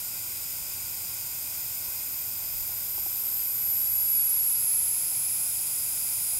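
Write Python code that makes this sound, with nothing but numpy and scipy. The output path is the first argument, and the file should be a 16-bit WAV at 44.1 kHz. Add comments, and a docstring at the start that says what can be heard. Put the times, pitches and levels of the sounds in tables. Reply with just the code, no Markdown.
"""Gas vents from a thin rocket being filled in an open field, over low rumble, a faint hum and light wind.
Camera motor whine and whirr run throughout, as filtered noise and sines; its body creaks as decaying modes.
The jet hiss is shaped noise. A vent resonance slides down from 14.8 kHz, narrowing around 2.8 s;
a trembling whistle swells out of it from 2.6 s, peaks near 4.2 s and goes on falling in pitch."""
import sys
import numpy as np
from scipy import signal
from scipy.fft import rfft, irfft, next_fast_len
from scipy.io import wavfile
from scipy.ndimage import uniform_filter1d, map_coordinates

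SR = 44100
rng = np.random.default_rng(int(sys.argv[2]) if len(sys.argv) > 2 else 0)


def invert_db(x):
    """Field ratio 10**(x/20) for x, a level in decibels (scalar or array-like)."""
    u = np.asarray(x, float) / 20
    return 10 ** u


def wrap_up_sound(samples):
    """Save the sound to the file named by the first command line argument, as 16-bit audio."""
    columns = np.atleast_2d(samples).T
    # keep every value between -1 and 1, then stretch to whole-number steps
    tamed = np.clip(columns, -1, 1)
    steps = np.round(tamed * 32767).astype(np.int16)
    wavfile.write(sys.argv[1], SR, steps)


N = 281881
PORTS = np.array([[1], [-1]])  # left and right microphone port in opposite polarity


def along(points, hz):
    """Reads (Hz, value) points on a log frequency axis."""
    f, v = np.transpose(points)
    return np.interp(np.log(hz + 1), np.log(f + 1), v)


def change(t, middle_s, span_s, before, after):
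    """A smooth (logistic) passage from one value to another."""
    return before + (after - before) / (1 + np.exp((middle_s - t) / span_s))


def wobble(knots_per_s):
    """A smooth random curve through normally distributed knots."""
    knots = rng.standard_normal(int(N * knots_per_s / SR) + 4)
    return map_coordinates(knots, [np.arange(N) * knots_per_s / SR])


def noise(gain, patchy_db, size=1024):
    """Noise of density gain(Hz, s) per root Hz, in random patches of time and frequency."""
    hz, s, z = signal.stft(rng.standard_normal(N + size), SR, nperseg=size)
    field = uniform_filter1d(rng.standard_normal(z.shape), 9, 0)
    field = uniform_filter1d(field, 8, 1)
    z = z * invert_db(patchy_db * field / field.std())
    z = z * gain(hz[:, None], s[None]) * np.sqrt(SR / 2)
    return signal.istft(z, SR, nperseg=size)[1][:N]


def bell(hz, centre_hz, width_hz):
    """Resonance curve: 1 at its centre, 1/2 at half the width to either side."""
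    return 1 / (1 + (2 * (hz - centre_hz) / width_hz) ** 2)


def dip(hz, centre_hz, width_hz, depth_db):
    """Gain of a cancellation of the given depth."""
    return invert_db(depth_db * bell(hz, centre_hz, width_hz))


def rumble():
    """Low outdoor rumble common to both ports, with a faint wavering hum from far off."""
    # rumble density: (frequency [Hz], level [dB per Hz])
    rumble_density = [(25, -100), (60, -76.5), (115, -75.5), (200, -86.5), (265, -85.5), (390, -91),
                      (530, -92.5), (780, -84.5), (1050, -86), (1180, -92.5), (1480, -83.5), (1720, -99.5),
                      (2100, -85), (3000, -105)]
    low = noise(lambda hz, t: invert_db(along(rumble_density, hz)), patchy_db=.4, size=4096)
    hum = noise(lambda hz, t: bell(hz, 350.4, 7.9), patchy_db=-1.5, size=16384)
    low += hum / hum.std() * invert_db(-75)
    return low * invert_db([[-.4], [.4]])


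def wind():
    """Puffs of wind push the two ports mostly in opposite ways, with a smaller part pushing both alike."""
    # spectral shape of wind, before scaling: (frequency [Hz], level [dB])
    wind_shape = [(15, -30), (30, 0), (55, -2), (90, -22), (160, -19), (400, -38)]
    # puffs of wind: (middle [s], length [s], level [dB])
    puffs = [(.2, .5, -59), (0.673, 0.31, -48), (1.85, .15, -50), (2.8, .7, -53), (3.45, .6, -57),
             (4.05, 0.55, -53), (4.65, .2, -59), (6.018, .3, -60), (6.334, .2, -51)]
    calm_db = -65.5
    t = np.arange(N) / SR
    gust = noise(lambda hz, t: invert_db(along(wind_shape, hz)), patchy_db=2.5, size=4096)
    own = noise(lambda hz, t: invert_db(along(wind_shape, hz)), patchy_db=2.5, size=4096)
    gust = gust + 0.26 * PORTS * own
    strength = invert_db(calm_db)
    for middle_s, length_s, level_db in puffs:
        strength = strength + invert_db(level_db) * np.exp(-(2 * (t - middle_s) / length_s) ** 2)
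    gust *= strength * invert_db(3.7 * wobble(8.5)) / gust.std()
    return gust * invert_db([[.6], [-.6]]) * PORTS


def whirr():
    """Camera mechanism noise: it shakes the capsules against each other."""
    # whirr density: (frequency [Hz], level [dB per Hz])
    whirr_density = [(25, -100), (70, -91), (200, -85.5), (500, -86), (700, -88), (1000, -84.5),
                     (1250, -93), (1500, -84), (1800, -108), (2500, -99), (4000, -110)]
    shake = noise(lambda hz, t: invert_db(along(whirr_density, hz)), patchy_db=0.7, size=4096)
    return PORTS * invert_db([[-.8], [.8]]) * shake


def whine():
    """Camera motor and gear tones: nearly steady sines sharing one slow phase flutter."""
    # tones: (frequency [Hz], left level [dB rms], right level [dB rms], left lead [rad])
    tones = [(367.4, -77, -75, 2.5), (562.1, -60.5, -70, 3.1), (600.3, -72, -82, -2.0),
             (925.8, -73, -75, -2.4), (1022.7, -75, -76, -2.5), (1038.7, -72, -71, -2.7),
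             (1070.5, -69, -65, -2.7), (1086.4, -70, -64, -2.9), (1118.5, -78, -72, -2.4),
             (1124.0, -75, -74, -2.4), (1134.5, -74, -72, -2.4), (1348.7, -76, -80, -2.7),
             (1426.7, -75, -74, -2.6), (1472.2, -77, -77, -2.9), (1498.3, -69, -68, -3.0),
             (1528.6, -68, -68, -2.7), (1648.5, -78, -80, -0.6), (1798.2, -84, -75, -1.7)]
    t = np.arange(N) / SR
    out = np.zeros((2, N))
    flutter_rad = .15 * wobble(2)
    for hz, left_db, right_db, lead_rad in tones:
        phase = 2 * np.pi * (hz * t + rng.random()) + flutter_rad
        out += np.sqrt(2) * invert_db([[left_db], [right_db]]) * np.sin(phase + [[lead_rad], [0]])
    return out


def creaks():
    """Camera body creaks: decaying modes that move the two capsules nearly against each other."""
    # creaks: (start [s], level [dB], left over right [dB], ring pitch [Hz])
    creak_events = [(1.880, -33, -4, 1000), (2.689, -33, 1, 744), (2.708, -40, -3, 960),
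                    (2.722, -39, 0, 920), (2.735, -36, -2, 900), (2.979, -27.5, 3, 870),
                    (3.0615, -29, 6, 780), (3.240, -38, -3, 900), (3.722, -41, 2, 815),
                    (6.285, -44, 6, 790), (6.328, -45, 4, 740), (6.362, -42, 0, 774)]
    # body modes, before random level spread: (multiple of ring pitch [-], level [dB], right lead [rad])
    body_modes = [(.43, -6, 1.8), (.68, -4, 3), (1, 2.5, 2.1), (1.2, -7, 3), (1.75, -8, 3)]
    decay_cycles = 22  # cycles of the ring pitch until 60 dB down
    u = np.arange(SR // 10) / SR
    out = np.zeros((2, N))
    for start_s, level_db, pan_db, ring_hz in creak_events:
        ring = np.zeros((2, len(u)))
        for multiple, mode_db, lead_rad in body_modes:
            mode_gain = invert_db(mode_db + rng.normal(0, 1.0))
            ring += mode_gain * np.sin(2 * np.pi * multiple * ring_hz * u + [[0], [lead_rad]])
        decay_db = 60 * u * ring_hz / decay_cycles
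        onset = 1 - np.exp(-u / 0.0026)
        ring *= invert_db(level_db + PORTS * pan_db / 2 - decay_db) * onset
        part = out[:, round(start_s * SR):][:, :len(u)]
        part += ring[:, :part.shape[1]]
    return out


def path(hz):
    """Cancellations on the way from vent to microphone."""
    # cancellations: (centre [Hz], width [Hz], depth [dB])
    cancellations = [(2760, 150, -4), (4380, 250, -12), (5930, 220, -17), (6550, 330, -7), (7400, 350, -3),
                     (8280, 600, -7), (13010, 600, -18.5), (15230, 420, -9)]
    return np.prod([dip(hz, *row) for row in cancellations], axis=0)


def vent_dip(hz, t):
    """Anti-resonance of the vent: it moves down, narrows and fills in."""
    centre_hz, width_hz, depth_db = [change(t, 4.3, 0.82, before, after)
                                     for before, after in ((10690, 10490), (800, 520), (-16, -10))]
    return dip(hz, centre_hz, width_hz, depth_db)


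def jet(hz, t, density):
    """Broad turbulence; a mode below the anti-resonance grows as the tank fills and the gas column retunes."""
    # flow through the vent: (time [s], jet level [dB])
    flow = [(0, 0.9), (1.6, 0.8), (2.6, -.5), (3.7, -.5), (4.3, 0.36), (6.4, 1.56)]
    lower_mode_db = change(t, 3.4, 0.33, 1, 7)
    flow_db = np.interp(t, *np.transpose(flow))
    return invert_db(along(density, hz) + flow_db + lower_mode_db * bell(hz, 10380, 3200))


def ringing(hz, t):
    """Turbulence ringing in the vent: a resonance that slides down and narrows."""
    # sliding resonance before path dips: (time [s], centre [Hz], peak level [dB per Hz])
    resonance = [(0, 14800, -90), (.7, 14500, -89), (1.4, 13250, -70), (2.2, 13150, -63.5),
                 (2.9, 12860, -59.5), (3.3, 12600, -56), (4.2, 11550, -59.5), (4.9, 11300, -60.5),
                 (6.4, 10610, -70)]
    s, centre_hz, peak_db = np.transpose(resonance)
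    width_hz = change(t, 2.8, 0.55, 2500, 860)
    shape = bell(hz, np.interp(t, s, centre_hz), width_hz) ** 0.87
    return invert_db(np.interp(t, s, peak_db)) * shape * path(hz)


def scatter():
    """Hiss and ringing scattered by the field, opposite in the two ports."""
    # scattered hiss density before flow and lower mode: (frequency [Hz], level [dB per Hz])
    scatter_density = [(1500, -100.5), (2500, -92), (3500, -102), (4200, -93.5), (5400, -101), (5900, -95),
                       (6600, -99), (7200, -99), (9000, -93), (10100, -94), (12000, -88.5), (14000, -84),
                       (15200, -93), (15700, -86)]
    hiss = noise(lambda hz, t: jet(hz, t, scatter_density), patchy_db=4.5)
    ring = noise(ringing, patchy_db=6.0)
    return PORTS * (hiss + invert_db(-20.5) * ring)


def vent():
    """Jet turbulence and its ringing, heard directly through the path and vent dips."""
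    # jet density before dips, flow and lower mode: (frequency [Hz], level [dB per Hz])
    jet_density = [(1500, -100), (2000, -92.5), (2500, -79.5), (2850, -87.5), (4000, -86.5), (4950, -74),
                   (5400, -79), (7100, -73), (9500, -73.5), (12000, -70), (13950, -65.5), (14900, -78.5),
                   (15600, -75), (16500, -73)]
    hiss = noise(lambda hz, t: jet(hz, t, jet_density) * path(hz) * vent_dip(hz, t), patchy_db=-0.02)
    ring = noise(lambda hz, t: ringing(hz, t) * vent_dip(hz, t), patchy_db=.5)
    return hiss * invert_db([[-.2], [.2]]) + ring * invert_db([[-.5], [.5]])


def whistle():
    """The vent locks into self-oscillation: one tone trembling in pitch and size, steadier as it falls."""
    # whistle before tremble and port balance: (time [s], pitch [Hz], level [dB rms])
    whistle_course = [(2.6, 12170, -53), (3, 12160, -39), (3.4, 11970, -38), (3.75, 11650, -30),
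                      (4.2, 11410, -25), (4.5, 11295, -27.5), (4.75, 11195, -27.5), (5.1, 11010, -32),
                      (6, 10800, -36.5), (6.4, 10670, -33.5)]
    tremble_extra_hz, halves_s, tremble_least_hz = 378.4, .68, 33.84  # the extra dies away from the second point
    t = np.arange(N) / SR
    s, pitch_hz, level_db = np.transpose(whistle_course)
    tremble_hz = tremble_least_hz + tremble_extra_hz * 2 ** (-np.maximum(t - s[1], 0) / halves_s)
    eddies = 1.9 * np.tanh(wobble(450) / 1.9)
    # the pitch flares upward more than it sags
    drift_hz = tremble_hz * (eddies + .35 * (eddies ** 2 - .6) + .15 * wobble(14))
    size = invert_db(np.interp(t, s, level_db) + 0.25 * wobble(300) + 0.8 * wobble(12))
    phase = 2 * np.pi * np.cumsum(np.interp(t, s, pitch_hz) + drift_hz) / SR
    tone = np.sqrt(2) * size * np.sin(phase + [[0], [.2]])  # slight lead at the right port
    return tone * invert_db([[-1.2], [1.2]])


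def scene():
    """Field, camera and vent together."""
    field = rumble() + wind()
    camera = whirr() + whine() + creaks()
    return field + camera + scatter() + vent() + whistle()


def roll_off(x):
    """The treble ends steeply here."""
    return signal.sosfilt(signal.butter(12, 16070, fs=SR, output="sos"), x)


def record(dry):
    """The camera's band limit: a sharp cut of the treble."""
    top_hz = 15760
    m = next_fast_len(N)
    spectrum = rfft(dry, m) * (np.fft.rfftfreq(m, 1 / SR) < top_hz)
    mix = irfft(spectrum, m)[:, :N]
    return roll_off(mix)


dry = scene()
out = record(dry)
wrap_up_sound(out)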